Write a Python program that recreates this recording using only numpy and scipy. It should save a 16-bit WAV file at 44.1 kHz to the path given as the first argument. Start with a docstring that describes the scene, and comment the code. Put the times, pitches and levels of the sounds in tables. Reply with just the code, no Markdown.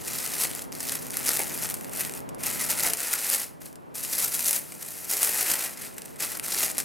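"""Small furnished room: sheets of tissue paper are lifted, folded back and smoothed by hand in a cardboard box.
Moving paper is hiss plus clumped bursts of tiny buckles, split into crisp fibres, a stiff sheet and a flexing sheet.
Single creases snap as short pitched cracks with a noise tail; three bumps on the box are dull noise thuds.
The room adds a brief diffuse echo, a low wide rush of shaped noise and faint wavering hum tones."""
import sys
import numpy as np
from scipy import signal
from scipy.fft import rfft, irfft, next_fast_len
from scipy.io import wavfile
from scipy.ndimage import uniform_filter1d, map_coordinates

SR = 44100
rng = np.random.default_rng(int(sys.argv[2]) if len(sys.argv) > 2 else 0)


def inscribe(sig):
    """Save sig as 16-bit PCM at rate SR to the path in sys.argv[1].

    A 1-D sig is mono; a 2-D sig holds one channel per row.
    Samples are clipped to [-1, 1] before scaling.
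    """
    pcm = np.round(np.clip(np.atleast_2d(sig).T, -1, 1) * 32767)
    wavfile.write(sys.argv[1], SR, pcm.astype(np.int16))


N = 301644  # samples

# hand drags paper at even speed: start_s, length_s, level_db
DRAGS = [(-.03, 0.65, -42), (.05, 0.37, -34), (.715, .41, -43), (.8, 0.16, -37), (1.12, 0.59, -36),
         (1.701, .47, -47), (1.915, 0.15, -37), (2.38, 0.099, -42), (2.429, 0.5, -33), (2.965, 0.46, -31),
         (3.6, 0.072, -44.5), (3.94, .63, -35), (4.582, 0.24, -45), (4.79, 0.28, -38.5), (5.08, .58, -30.5),
         (5.677, .2, -43.5), (5.878, 0.29, -51), (6.197, 0.15, -36), (6.42, 0.29, -35.5),
         (6.729, 0.093, -40)]
# quick tugs and flips: peak_s, level_db, half_width_s
TUGS = [(.425, -25, 0.024), (.56, -38, 0.016), (.9, -35, 0.028), (1.289, -25, .028), (1.375, -30, 0.041),
        (1.634, -32, 0.019), (2.0, -29, .02), (2.169, -40, 0.017), (2.47, -29, 0.023), (2.616, -29, 0.019),
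        (2.712, -26, 0.016), (2.8, -29, 0.024), (2.865, -24, .022), (3.135, -29, 0.023), (3.29, -28, 0.021),
        (3.34, -23, .016), (4.05, -30, 0.011), (4.14, -27, 0.017), (4.22, -24, 0.04), (4.35, -27, .02),
        (4.475, -24, .045), (4.56, -26, .016), (5.125, -26, .022), (5.24, -22.5, 0.036),
        (5.39, -25.5, 0.045), (5.505, -24, 0.029), (5.839, -39.5, .028), (6.225, -26.5, .014),
        (6.54, -30.5, .04), (6.62, -25, .034), (6.8, -31.5, 0.0071)]
# handling: time_s, stiff_sheet_db, hiss_re_buckles_db (base value, offset per layer in rustle)
HANDLING = [(0, -6.5, 5), (.9, -7, 5), (1.3, -9, -0.5), (2, -11, 5), (2.8, -8, 4), (4.2, -10, 8.5),
            (5.3, -11, 8), (5.7, -7.5, 6), (6.3, -7.5, 3), (6.84, -7, -0.5)]
# bending of the whole sheet: time_s, level_db
FLEX = [(0, -15.5), (.7, -16), (1.3, -15.5), (3.1, -14.5), (3.7, -20), (5, -19), (5.6, -14), (6.84, -16)]
# spectrum of buckling fibres: freq_hz, density_db_per_hz (relative)
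CRISP_SPECTRUM = [(1650, -39), (2800, -28.5), (3640, -33.5), (4840, -5), (11400, 6.5), (12400, 5),
                  (14900, -2), (16000, -10)]
# spectrum of stiffer top sheet: freq_hz, density_db_per_hz (relative)
STIFF_SPECTRUM = [(1500, -23), (2600, -10), (4000, 5), (6500, 4), (9000, 2.5), (14000, -20.5)]
# spectrum of flexing sheet: freq_hz, density_db_per_hz (relative)
SHEET_SPECTRUM = [(100, -17.5), (220, -10), (450, -4), (850, -3), (1080, -6), (1350, -1), (1620, -3),
                  (1950, 1.5), (2250, -1.5), (2570, -0.5), (3500, -10), (5000, -49)]
# room decay: freq_hz, t60_s
ROOM_DECAY = [(200, 0.36), (2000, 0.4), (10000, 0.32)]
# echo stereo width: freq_hz, side_re_mid_db
ECHO_WIDTH = [(150, 9), (500, -18), (1000, -1.5), (2000, -11), (4000, -109), (8000, -39.5), (12000, 5)]
# room rush: time_s, level_db
RUSH = [(0, -40.5), (2.4, -38), (2.9, -41), (3, -48), (4.2, -43), (5.2, -47), (6.84, -41.5)]
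# rush spectrum: freq_hz, density_db_per_hz (relative)
AIR_SPECTRUM = [(25, -58), (50, -9.5), (160, -1.5), (260, -4), (500, -6), (1000, -11.5), (3500, -37),
                (16000, -55)]
# rush stereo width: freq_hz, side_re_mid_db
AIR_WIDTH = [(40, 9), (70, 16.5), (150, 7.5), (1300, 8), (7000, -19.5)]
# hum tones: freq_hz, mean_level_re_rush_db
HUM = [(44, -29), (144, -21), (258, -16.5)]
# larger creases that snap: start_s, level_db, pitch_hz, tail_energy_re_crack_db
SNAPS = [(0.5506, -24.5, 10300, -11), (0.7264, -35, 6500, -13), (0.8039, -32.5, 10100, 11.5),
         (0.8533, -27.5, 9400, -8), (0.92, -29, 8900, 9.5), (.954, -24, 9300, 0), (1.1058, -26, 10500, -16),
         (1.1702, -19, 10000, -5), (1.3322, -20.5, 12040, -1.5), (1.3708, -19.5, 9900, -14),
         (1.3932, -17, 11500, -5.5), (1.5766, -25.5, 11480, -12), (1.7006, -19.5, 11600, -15),
         (1.7414, -24, 11200, 2), (2.001, -33, 12070, -24), (2.0959, -27, 9200, -20),
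         (2.1513, -32, 10600, -5), (2.2903, -39.5, 8720, 4.5), (2.347, -35, 10800, -9),
         (2.834, -22, 10700, 6), (2.9351, -16, 9400, -7), (2.971, -28, 11000, 3.5),
         (3.3005, -15, 9750, -14), (3.7285, -42, 10070, -9), (3.7564, -42.5, 8460, -2),
         (3.9551, -28.5, 10300, -4), (4.3924, -23, 10100, 4), (4.5098, -16.5, 9600, -7),
         (4.5295, -20, 11000, 4.5), (4.7216, -37, 8050, 1.5), (5.981, -35.5, 8730, 8.5),
         (6.0565, -33.5, 8600, -2), (6.204, -28.5, 9000, 6), (6.372, -28, 7480, -18),
         (6.3971, -21, 9560, -21), (6.4828, -24, 8740, -11), (6.7814, -16.5, 10500, -2),
         (6.7865, -25, 9520, 5)]
# rate of small creases, highest while the box is turned: time_s, creases_per_s
CRACKLE = [(0, 10), (.6, 40), (2.1, 45), (2.5, 8), (5.6, 8), (6.5, 22)]
# bumps on the box: start_s, level_db (before the gain in box)
BUMPS = [(1.39, -31.5), (1.400, -28.5), (2.849, -29.5)]
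# cardboard spectrum: freq_hz, density_db_per_hz (relative)
CARDBOARD_SPECTRUM = [(80, -37), (180, -14), (450, -1), (900, -4.5), (1250, -21), (2100, 0), (3200, -16),
                      (8000, -37.5)]
# microphone balance: freq_hz, left_minus_right_db
BALANCE = [(300, 0), (1100, -.8), (2200, 0), (6500, 0), (9000, .7), (12000, 2.7)]

TOP_HZ = 16000  # band limit
DRAG_ATTACK_S, DRAG_RELEASE_S = 0.012, 0.028  # time constants
TUG_EDGE = 1.6  # 1 pointed swell, 2 rounded
REST_DB = -71  # paper barely stirs in the held box
CREASE_HZ, CREASE_SPREAD = 10040, 0.12  # typical pitch, log scatter
STILL_DB = -48  # motion level below which small creases thin out


def amp(db):
    """Amplitude from dB."""
    return 10 ** (np.asarray(db) / 20)


def unit(x):
    """Scale to RMS 1."""
    return x / np.sqrt(np.mean(x ** 2) + 1e-20)


def along(points, hz):
    """Interpolate (freq_hz, value) points on a log axis."""
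    f, v = np.transpose(points)
    return np.interp(np.log(hz + 1), np.log(f + 1), v)


def curves(rows):
    """One value per sample for each column after the time."""
    s, *cols = np.transpose(rows)
    return [np.interp(np.arange(N) / SR, s, c) for c in cols]


def wobble(knots_per_s):
    """Smooth random curve."""
    knots = rng.standard_normal(N // 20)
    return map_coordinates(knots, [np.arange(N) * knots_per_s / SR], mode="wrap")


def filtered(x, response):
    """Multiply the spectrum of x by a response of frequency."""
    m = next_fast_len(N + SR // 2)
    return irfft(rfft(x, m) * response(np.fft.rfftfreq(m, 1 / SR)), m)[..., :N]


def coloured(x, spectrum):
    """Shape white x to a spectrum, keeping its power."""
    return filtered(x, lambda hz: unit(amp(along(spectrum, hz))))


def levelled(x):
    """Divide out slow swells (0.1 s RMS)."""
    return x / np.sqrt(np.abs(uniform_filter1d(x ** 2, size=4400)) + 1e-12)


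def add(track, start_s, sound):
    """Mix a sound into a track in place."""
    part = track[max(round(start_s * SR), 0):][:len(sound)]
    part += sound[:len(part)]


def widened(mid, side, width):
    """Left and right from mid and side, side scaled by frequency."""
    side = filtered(side, lambda hz: amp(along(width, hz)))
    return np.array([mid + side, mid - side])


def motion():
    """Crinkling level in dB: powers of all drags and tugs add up."""
    t = np.arange(N) / SR
    power = np.full(N, amp(REST_DB) ** 2)
    for start_s, length_s, db in DRAGS:
        attack = 1 - np.exp(-np.maximum(t - start_s, 0) / DRAG_ATTACK_S)
        release = np.exp(-np.maximum(t - start_s - length_s, 0) / DRAG_RELEASE_S)
        power += (amp(db) * attack * release) ** 2
    for peak_s, db, half_width_s in TUGS:
        power += amp(db) ** 2 * np.exp(-np.abs((t - peak_s) / half_width_s) ** TUG_EDGE)
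    return 10 * np.log10(power)


def avalanches(rate_hz, life_s, rest):
    """Strength of buckle runs: each trigger sets off its neighbours at once, then the run dies away."""
    triggers = (rng.random(N) < rate_hz / SR) * rng.random(N)
    power = signal.lfilter([1], [1, -np.exp(-2 / (life_s * SR))], triggers)
    return np.sqrt(rest + power)


def buckles(rate_hz, spread_db, life_s, ring_share=0.51):
    """Tiny buckles of unequal size: decaying bursts of noise plus a ring at a random pitch."""
    starts = np.flatnonzero(rng.random(N) < rate_hz / SR)
    t = np.arange(SR // 300) / SR
    sizes = amp(spread_db * np.minimum(rng.standard_normal((len(starts), 1)), 2))
    pitch_hz = TOP_HZ * rng.random((len(starts), 1))
    ring = np.sqrt(2) * np.sin(2 * np.pi * pitch_hz * t)
    noise = rng.standard_normal(ring.shape)
    bursts = sizes * np.exp(-t / life_s) * (ring_share * ring + (1 - ring_share) * noise)
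    places = starts[:, None] + np.arange(len(t))
    return np.bincount(places.ravel(), bursts.ravel(), N)[:N]


def rustle(level_db, stiff_slide_db=3, sheet_slide_db=1, crisp_db=-1.5, sheet_growth=0.84, sheet_surge=0.53):
    """Sliding paper hisses under a stream of buckles; a faster stroke makes them louder and denser."""
    stiff_db, slide_db = curves(HANDLING)
    pace = amp(0.8 * (level_db + 30))
    runs = avalanches(240 * pace, life_s=0.003, rest=0.2) * amp(1.8 * wobble(150))
    ticks = levelled(buckles(1200 * pace + 100, spread_db=5.5, life_s=0.00033))

    def paper(surge, hiss_db):
        hiss = amp(hiss_db) * rng.standard_normal(N)
        return levelled(surge * (ticks + hiss))

    crisp = amp(crisp_db + level_db) * paper(runs, slide_db)
    stiff = amp(stiff_db + level_db) * paper(runs, slide_db + stiff_slide_db)
    # whole sheet bends more slowly than fibres buckle, so it surges less
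    bend_db = curves(FLEX)[0] + sheet_growth * level_db
    sheet = amp(bend_db) * paper(runs ** sheet_surge, slide_db + sheet_slide_db)
    return coloured(crisp, CRISP_SPECTRUM) + coloured(stiff, STIFF_SPECTRUM) + coloured(sheet, SHEET_SPECTRUM)


def room(x, low_db=-4, high_db=-13, count=36):
    """Short diffuse echo, redrawn each stretch as the paper moves; furnishings swallow most treble."""
    echo = np.zeros((2, N))
    for part in np.array_split(np.arange(N), count):
        hz, t, z = signal.stft(rng.standard_normal((2, SR // 4)), SR, nperseg=256)
        decay = amp(-60 * t / along(ROOM_DECAY, hz)[:, None])
        tails = signal.istft(z * decay, SR, nperseg=256)[1]
        for track, tail in zip(echo, tails):
            answer = signal.fftconvolve(x[part], tail / np.linalg.norm(tail))
            add(track, part[0] / SR + 0.002, answer)  # 2 ms delay
    mid, side = filtered(echo, lambda hz: amp(along([(600, low_db), (5000, high_db)], hz)))
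    return widened(mid, side, ECHO_WIDTH)


def room_rush():
    """Low, very wide background noise that swells and sinks."""
    mid, side = coloured(rng.standard_normal((2, N)), AIR_SPECTRUM)
    pair = widened(mid, side, AIR_WIDTH)
    # undo the power that the width adds
    pair = filtered(pair, lambda hz: 1 / np.hypot(1, amp(along(AIR_WIDTH, hz))))
    return amp(curves(RUSH)[0]) * unit(pair)


def hum(waver_db=3, drift_rad=1.2):
    """Faint low sines wavering in level and pitch, following the rush level."""
    t = np.arange(N) / SR
    tones = np.zeros(N)
    for hz, db in HUM:
        level = amp(db + waver_db * wobble(1.553))
        tones += level * np.sin(2 * np.pi * hz * t + drift_rad * wobble(6.3))
    return amp(curves(RUSH)[0]) * tones


def stray_creases(level_db, typical_db=-31, growth=0.31, scatter_db=2.5, tail_db=-9, count=500):
    """Small creases give way at random while the paper moves; rows as in SNAPS."""
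    where, chance = rng.random((2, count))
    size, tuning = rng.standard_normal((2, count))
    at = (where * N).astype(int)
    rate_hz = curves(CRACKLE)[0][at] * np.minimum(amp(level_db[at] - STILL_DB), 1) ** 2
    db = typical_db + growth * (level_db[at] - np.median(level_db)) + scatter_db * size
    pitch_hz = CREASE_HZ * np.exp(CREASE_SPREAD * tuning)
    rows = np.transpose([at / SR, db, pitch_hz, np.full(count, tail_db)])
    return list(rows[chance < rate_hz * N / SR / count])


def snaps(creases, tail_life_s=0.0037, noise_share=1.7, stiff_db=-12, sheet_db=-13):
    """A crease flips with a sharp, briefly ringing crack and a noise tail for the smaller buckles it sets off."""
    fibres, body = np.zeros((2, N))
    t = np.arange(SR // 50) / SR
    fade = np.exp(-t / 0.00055)

    def per_ms(burst):
        """Set energy to that of 1 ms at RMS 1."""
        return burst / np.linalg.norm(burst) * np.sqrt(SR / 1000)

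    for start_s, db, pitch_hz, tail_db in creases:
        crack, tail = rng.standard_normal((2, len(t)))
        crack = (np.sin(2 * np.pi * pitch_hz * t) + noise_share * crack) * fade
        tail = tail * (np.exp(-t / tail_life_s) - fade)
        snap = amp(db) * (per_ms(crack) + amp(tail_db) * per_ms(tail))
        add(fibres, start_s, 0.82 * snap)
        add(body, start_s, snap * (CREASE_HZ / pitch_hz) ** 3)  # long, low creases shake more of the sheet
    stiff = amp(stiff_db) * coloured(body, STIFF_SPECTRUM)
    sheet = amp(sheet_db) * coloured(body, SHEET_SPECTRUM)
    return coloured(fibres, CRISP_SPECTRUM) + stiff + sheet


def box(contact_s=0.0064, gain_db=2):
    """Damped cardboard answers each bump with a short dull thud of decaying noise."""
    blows = np.zeros(N)
    t = np.arange(SR // 15) / SR
    for start_s, db in BUMPS:
        blow = np.exp(-t / contact_s) * rng.standard_normal(len(t))
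        add(blows, start_s, amp(db + gain_db) * blow)
    return coloured(blows, CARDBOARD_SPECTRUM)


def scene():
    """Paper and box straight ahead, room all around."""
    level_db = motion()
    creases = list(SNAPS) + stray_creases(level_db)
    direct = rustle(level_db) + snaps(creases) + box()
    return direct + room(direct) + room_rush() + hum()


def record(dry):
    """Left microphone has a little more top treble; nothing is kept from the band limit up."""
    def response(hz):
        balance = amp(np.outer([0.5, -0.5], along(BALANCE, hz)))
        return balance * (hz < TOP_HZ)

    return filtered(dry, response)


dry = scene()
out = record(dry)
inscribe(out)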